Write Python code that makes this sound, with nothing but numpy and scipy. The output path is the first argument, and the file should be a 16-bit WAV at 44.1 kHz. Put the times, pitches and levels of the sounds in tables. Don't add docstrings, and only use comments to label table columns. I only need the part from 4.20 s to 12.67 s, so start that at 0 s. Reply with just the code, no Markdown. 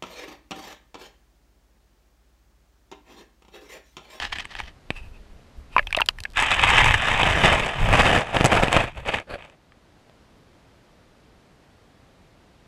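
import sys
import numpy as np
from scipy import signal
from scipy.fft import rfft, irfft, next_fast_len
from scipy.io import wavfile
from scipy.ndimage import uniform_filter1d, map_coordinates

SR = 44100
rng = np.random.default_rng(int(sys.argv[2]) if len(sys.argv) > 2 else 0)


def inscribe(sig):
    pcm = np.round(np.clip(np.atleast_2d(sig).T, -1, 1) * 32767)
    wavfile.write(sys.argv[1], SR, pcm.astype(np.int16))


N = 373527
TIME_S = np.arange(N) / SR

# frequency_hz, level_db
SCRAPE_TONE = [(100, -31.5), (350, -15.5), (620, -12), (870, 1.5), (1150, -2), (1450, -4), (1750, 1),
               (2600, -0.5), (3750, -9), (4350, -25), (7000, -27.5), (10000, -39.5), (15000, -58.5)]
# frequency_hz, level_db
GRIND_TONE = [(50, -17), (110, 1.5), (200, -1.5), (330, -4.5), (480, -2), (700, 2.5), (1100, -8.5),
              (1600, -7), (3000, -25.5), (4500, -26), (10500, -37.5), (15500, -65)]
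# frequency_hz, level_db
DUG_IN_TONE = [(60, -9), (250, -9.5), (430, -5.5), (560, 3.5), (700, -2), (900, -16), (1600, -10),
               (3000, -30.5), (4500, -23), (5600, -49.5), (11000, -38.5), (15500, -73.5)]
# frequency_hz, level_db
SAND_TONE = [(2500, -25), (4200, -8.5), (5600, 1), (7400, 0), (8200, 0.5), (8550, -11), (9500, -6),
             (10600, -9), (11600, -18.5), (15500, -27)]


def gravel(scrape, press):
    dug_in = np.interp(TIME_S, (4.45, 4.9), [0, 1])
    jerkiness_db = 2 + 2.5 * dug_in
    clumps = amp(jerkiness_db * np.tanh(wobble(90)) + 3 * np.tanh(wobble(300)) - 1)
    rubbing = scrape * clumps * slips(per_s=3400, spread_db=3.5)
    rasp = through_case(rubbing, SCRAPE_TONE, vary_db=2.5)
    load = press * clumps * slips(per_s=3200, spread_db=5.5)
    grind = through_case(load * (1 - dug_in), GRIND_TONE, vary_db=2)
    grind += through_case(load * dug_in, DUG_IN_TONE, vary_db=1)
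    ticks = scrape * clumps * slips(per_s=450, spread_db=7)
    sand = through_case(ticks, SAND_TONE, vary_db=2.5)
    return amp(2.5) * rasp + amp(0.5) * grind + amp(-19.5) * sand


# time_s, scrape_db
PUSH = [(2.135, -58), (2.18, -20), (2.27, -27), (2.37, -26.5), (2.46, -21), (2.61, -17), (2.79, -29.5),
        (2.88, -23.5), (3.17, -25), (3.29, -20.5), (3.55, -36), (3.79, -23), (3.98, -25), (4.05, -41),
        (4.2, -33), (4.64, -34.5), (4.74, -54.5), (5.0, -59)]
# time_s, grind_above_scrape_db
LEAN = [(2.2, -11), (2.75, -9.5), (3.03, -1.5), (4.1, 5.5), (4.3, 6.5), (4.7, 3.5)]
# start_s, length_s, scrape_db, grind_db
JERKS = [(2.307, 0.021, -22, -32), (2.439, 0.0085, -21, -32), (3.06, 0.027, -26.5, -26.5),
         (3.247, 0.018, -20.5, -17), (3.738, 0.013, -21.5, -17), (3.797, 0.014, -19.5, -18.5),
         (4.153, 0.0098, -30.5, -19.5), (4.252, 0.006, -29, -17), (4.32, 0.056, -22.5, -16.5),
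         (4.431, 0.007, -28, -18), (4.53, 0.077, -24.5, -20.5), (4.773, 0.018, -44, -40.5),
         (4.874, 0.0163, -29, -27), (4.943, 0.0093, -27.5, -28.5), (4.975, 0.027, -41, -37),
         (5.112, 0.027, -41.5, -28.5), (5.185, 0.064, -48.5, -48.5), (5.28, 0.048, -62, -57.5)]


def friction():
    push = level_curve(PUSH)
    jerk_scrape, jerk_press = strokes(JERKS, rise_db_per_s=698.5, fall_db_per_s=652.5)
    return np.hypot(push, jerk_scrape), np.hypot(push * level_curve(LEAN), jerk_press)


# start_s, snap_db, thud_db, tick_db
CASE_HITS = [(0.0226, -18, -45, -33), (0.0418, -18, -27, -36), (0.127, -15.5, -32, -33),
             (.1857, -16, -28, -29), (0.2539, -20.5, -33, -31.5), (0.3522, -20, -31.5, -35),
             (.402, -17, -27, -30), (.7049, -10.5, -10, -31.5), (2.1719, -8, -27, -20),
             (2.2244, -7, -27, -15.5), (2.3155, -6.5, -21, -30.5), (2.3953, -4.5, -34, -34),
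             (2.438, -1, -14, -27), (2.7094, -5, -29.5, -29), (2.742, -1.5, -23, -16.5),
             (3.0321, -4, -9, -24), (3.2374, -4.5, -13, -26.5), (4.1685, -3.5, -6.5, -27),
             (4.2099, -10, -1, -21), (4.244, -7, -2.5, -12), (4.25, -9.5, -0.5, -10),
             (4.2591, -14, -10, -6), (4.2655, -21, -11.5, -14.5), (4.4349, -6, -1, -16.5),
             (4.4827, -14.5, -8, -29.5), (4.5286, -6, -17.5, -12), (4.5657, -7, 2, -16.5),
             (4.9425, -9, -17, -47), (4.9864, -15.5, -44, -49), (5.224, -30, -48, -54),
             (5.299, -39, -47, -47), (5.5213, -40.5, -61, -65), (5.897, -48, -39.5, -56)]
# frequency_hz, level_db
THUD_TONE = [(40, -6.5), (130, 0.5), (500, -5), (900, -7.5), (2000, -24), (4500, -30), (7000, -54.5),
             (15000, -80)]


def stones(scrape, press):
    out, t = np.zeros(N), np.arange(SR // 50) / SR
    for start_s, snap_db, thud_db, tick_db in CASE_HITS + pebbles(scrape, press):
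        chatter = 0.1444 * rng.standard_normal(len(t)) * amp(-60 * t / .01)
        chatter[0] = 1
        for tone, level_db in (SCRAPE_TONE, snap_db + 1), (SAND_TONE, tick_db):
            crack = signal.fftconvolve(chatter, knock(tone, vary_db=2))
            add(out, start_s, at_peak(crack, level_db))
        add(out, start_s, amp(thud_db) * knock(THUD_TONE, vary_db=1.5))
    return out


def pebbles(scrape, press, count=16):
    first_s, last_s = PUSH[1][0], PUSH[-1][0]
    hits = []
    for when, size in rng.random((count, 2)):
        start_s = first_s + when * (last_s - first_s)
        sample = int(start_s * SR)
        scrape_db, press_db = 20 * np.log10([scrape[sample], press[sample]]) + 4 * size
        hits.append((start_s, scrape_db + 11, press_db + 4.5, scrape_db - 1))
    return hits


# start_s, level_db, pitch_hz, tick_db
AIR_POCKETS = [(1.565, 1.5, 1000, -41.5), (1.581, -7.5, 1000, -49.5), (1.5824, -4, 2220, -42.5),
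               (1.593, -5, 1650, -52), (1.594, -17.5, 577, -63), (1.628, -32.5, 1970, -46),
               (1.671, -18, 3060, -32), (1.707, -24.5, 1570, -31.5), (1.7275, -9.5, 2276, -24),
               (1.748, -6.5, 2520, -39), (1.7495, -12.5, 3000, -42), (1.767, -15, 2590, -20),
               (1.77, -14, 3600, -32.5), (1.7753, -8.5, 630, -32), (1.7875, -9, 1830, -54),
               (1.7999, -10, 1301, -46), (1.8062, -9.5, 920, -17), (1.8177, -2, 2657, -32),
               (1.8607, -28, 3520, -26.5), (1.8879, -3, 2940, -11), (1.8888, -7.5, 4350, -29.5),
               (1.9865, -25, 1740, -38), (2.004, -29, 2520, -24), (2.037, -26.5, 3830, -23),
               (2.0525, -13.5, 1630, -42), (2.054, -19, 2090, -49)]
# frequency_hz, level_db
SPRAY_TONE = [(250, -18.5), (600, -4), (1000, 2), (1600, -2), (2700, 5), (3600, -12), (4500, -7.5),
              (5300, -18.5), (6300, -29.5), (12000, -39.5)]
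# frequency_hz, level_db
TICK_TONE = [(2000, -10), (4400, 1), (5500, -1.5), (6600, -9.5), (9000, -9), (11000, -12.5), (13500, -13),
             (15500, -27)]


def bubbles():
    out, t = np.zeros(N), np.arange(SR // 10) / SR
    dull_above_pitch_hz, dull_db_per_octave = 1500, 22.5
    for start_s, level_db, pitch_hz, tick_db in AIR_POCKETS:
        onset_s = start_s - .0003
        ring_s = .017 * (pitch_hz / 1000) ** -.3
        cycles = pitch_hz * (t + .12 * .002 * (1 - np.exp(-t / .002)))
        fade = amp(-60 * t / ring_s) + amp(-16.5 - cycles)
        plink = np.sin(2 * np.pi * cycles) * fade * (1 - np.exp(-t / .00016))
        add(out, onset_s, at_peak(plink, level_db - 3.5))
        spray_db = level_db - 8.5 + 4 * np.log2(pitch_hz / 2000)
        edge_hz = pitch_hz + dull_above_pitch_hz
        dulled = [(hz, db - dull_db_per_octave * max(np.log2(hz / edge_hz), 0)) for hz, db in SPRAY_TONE]
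        for tone, peak_db, fade_s in (dulled, spray_db, .017), (TICK_TONE, tick_db + .5, .009):
            burst = rng.standard_normal(len(t)) * amp(-60 * t / fade_s)
            splash = signal.fftconvolve(burst, case_ring(tone, vary_db=2))
            add(out, onset_s, at_peak(splash, peak_db))
    return out


def tiny_bubbles():
    out = np.zeros(N)
    for when, faintness in rng.random((12, 2)):
        start_s = np.interp(when, [0, 1], (1.7, 2.3))
        add(out, start_s, amp(-28 - 14 * faintness) * knock(TICK_TONE, vary_db=1))
    return out


# start_s, length_s, level_db
WEED_RUBS = [(0.0, 0.067, -29), (.127, 0.0044, -28.5), (.152, 0.057, -32), (.228, .028, -47),
             (.3, .18, -43.5), (.382, 0.017, -34)]
# frequency_hz, level_db
WEED_TONE = [(150, -38), (250, -11.5), (463, -17.5), (815, -5.5), (1390, -10.5), (1920, 1.5), (2130, -6),
             (2660, -5.5), (5010, -14.5), (9130, -35), (15000, -43)]


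def weed_crackle():
    rub, = strokes(WEED_RUBS, rise_db_per_s=1100, fall_db_per_s=600)
    crackle = unit(slips(per_s=3200, spread_db=5.5) * amp(6.6 * np.tanh(wobble(110))))
    return amp(-1) * through_case(rub * crackle, WEED_TONE, vary_db=2)


# start_s, length_s, level_db
FIZZES = [(.715, 0.15, -55), (.767, 0.0041, -39.5), (.948, .02, -57), (1.53, .07, -48), (1.68, 0.037, -53)]
# frequency_hz, level_db
FIZZ_TONE = [(400, -23.5), (700, -13.5), (880, -3.5), (1200, -9.5), (2100, -12), (2600, 0.5), (3200, -17),
             (5000, -20), (7300, -30), (9800, -28.5), (14000, -42)]


def water_fizz():
    film, = strokes(FIZZES, rise_db_per_s=699, fall_db_per_s=501.5)
    return through_case(film * slips(per_s=3800, spread_db=-0.5), FIZZ_TONE, vary_db=2)


# start_s, length_s, level_db
SHOVES = [(0.0, 0.19, -43.5), (.39, 0.036, -38.5), (.7, 0.3, -40.5), (1.12, 0.025, -45),
          (1.385, .02, -39.5), (1.57, .03, -29.5), (1.72, 0.83, -42), (2.55, 0.16, -24.5), (2.94, .4, -27),
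          (3.63, 0.065, -20), (4.34, .04, -24.5), (4.54, 0.042, -28.5), (4.76, .05, -41)]
# frequency_hz, level_db
HAND_TONE = [(12, -10), (24, 1.5), (33, 2), (48, -9), (68, -3.5), (110, -17), (300, -59)]
# frequency_hz, level_db
DRAG_TONE = [(40, -25), (75, -1.5), (125, 0), (220, -18.5), (600, -56.5)]


def rumble(scrape, press):
    shove, = strokes(SHOVES, rise_db_per_s=302, fall_db_per_s=130)
    level = np.hypot(shove, amp(-11) * np.hypot(scrape, press))
    sway = noise(HAND_TONE)
    sway /= np.sqrt(np.abs(uniform_filter1d(sway ** 2, size=5000)))
    bumps = unit(amp(3.5 * np.tanh(wobble(18))))
    touching_down = np.interp(TIME_S, (2.25, 2.6), [.15, 1])
    drag = amp(-4.5) * touching_down * noise(DRAG_TONE)
    return level * bumps * (sway + drag)


# time_s, level_db
HISS_LEVELS = [(0, -54.5), (1.3, -53.5), (5.0, -57.5), (5.4, -58), (5.85, -55), (8.47, -55)]
# frequency_hz, level_db
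HISS_TONE = [(12, -38), (20, -4.5), (64, 0), (238, -5), (266, -6.5), (534, -10), (649, -10.5), (705, -11),
             (767, -12.5), (1040, -15), (4190, -24.5), (4550, -25.5), (5690, -29), (14300, -42),
             (15500, -51.5)]


def hiss():
    return level_curve(HISS_LEVELS) * noise(HISS_TONE)


# pitch_hz, width_hz, boost_db
CASE_PITCHES = [(810, 100, 2), (1235, 110, 2.5), (1714, 150, 4), (2540, 170, 3), (3074, 290, 4),
                (3540, 220, 2.5), (4000, 250, -1.5), (4810, 260, 2), (5700, 260, -1.5), (7150, 200, 2),
                (7890, 270, 6), (9000, 280, 3.5)]


def case_ring(tone, vary_db, size=2048):
    hz = np.fft.rfftfreq(size, 1 / SR)
    boost_db = sum(db / (1 + (2 * (hz - pitch) / width) ** 2) for pitch, width, db in CASE_PITCHES)
    spot_db = vary_db * unit(uniform_filter1d(rng.standard_normal(len(hz)), size=14))
    cepstrum = irfft(np.log(amp(tone_db(tone, hz) + boost_db + spot_db)))
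    cepstrum[1:size // 2] *= 2
    cepstrum[size // 2 + 1:] = 0
    ring = irfft(np.exp(rfft(cepstrum)))
    return ring / np.linalg.norm(ring)


def through_case(force, tone, vary_db, spots=6):
    spot = np.floor(1.4 * wobble(9) + 1.5 * rng.random(N)) % spots
    first, last = np.flatnonzero(np.abs(force) > amp(-80))[[0, -1]]
    out = np.zeros(N)
    for k in range(spots):
        hits = force[first:last] * (spot[first:last] == k)
        add(out, first / SR, signal.oaconvolve(hits, case_ring(tone, vary_db)))
    return out


def knock(tone, vary_db):
    return -at_peak(case_ring(tone, vary_db), 0)


def slips(per_s, spread_db):
    hits = np.flatnonzero(rng.random(N) < per_s / SR)
    sizes, sides = rng.standard_normal(N)[hits], rng.choice([-1, 1], N)[hits]
    force = np.zeros(N)
    force[hits] = sides * amp(spread_db * np.minimum(sizes, 1.9))
    return unit(force)


def strokes(rows, rise_db_per_s, fall_db_per_s):
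    t = np.arange(0, N, 16) / SR
    power = 0
    for start_s, length_s, *levels_db in rows:
        rise_db = rise_db_per_s * np.maximum(start_s - t, 0)
        fall_db = fall_db_per_s * np.maximum(t - start_s - length_s, 0)
        power = power + amp(np.add.outer(levels_db, -rise_db - fall_db)) ** 2
    return [np.interp(TIME_S, t, np.sqrt(column)) for column in power]


def level_curve(rows):
    time_s, level_db = np.transpose(sorted(rows))
    return amp(np.interp(TIME_S, time_s, level_db, left=-120, right=-120))


def wobble(per_s):
    coarse = np.arange(0, N + 16, 16)
    values = rng.standard_normal(int(N * per_s / SR) + 4)
    curve = map_coordinates(values, [coarse * per_s / SR], mode="nearest")
    return np.interp(np.arange(N), coarse, curve)


def noise(tone):
    return unit(filtered(rng.standard_normal(N), lambda hz: amp(tone_db(tone, hz))))


def tone_db(tone, hz):
    frequency_hz, level_db = np.transpose(tone)
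    return np.interp(np.log(hz + 1), np.log(frequency_hz + 1), level_db)


def filtered(sound, gain_at):
    size = next_fast_len(N + SR // 2)
    return irfft(rfft(sound, size) * gain_at(np.fft.rfftfreq(size, 1 / SR)), size)[:N]


def amp(db):
    return 10 ** (np.asarray(db) / 20)


def unit(sound):
    return sound / np.sqrt(np.mean(sound ** 2) + 1e-20)


def at_peak(sound, peak_db):
    return amp(peak_db) * sound / np.abs(sound).max()


def add(track, start_s, sound):
    part = track[max(round(start_s * SR), 0):][:len(sound)]
    part += sound[:len(part)]


def scene():
    scrape, press = friction()
    bed = gravel(scrape, press) + stones(scrape, press) + rumble(scrape, press)
    water = weed_crackle() + water_fizz() + bubbles() + tiny_bubbles()
    return bed + water + hiss()


def record(dry):
    ceiling, soften_hz, cut_hz = .95, 14000, 15300
    rounded = dry / (1 + np.abs(dry / ceiling) ** 6) ** (1 / 6)
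    return filtered(rounded, lambda hz: (hz < cut_hz) / np.sqrt(1 + (hz / soften_hz) ** 12))


dry = scene()
out = record(dry)
inscribe(out)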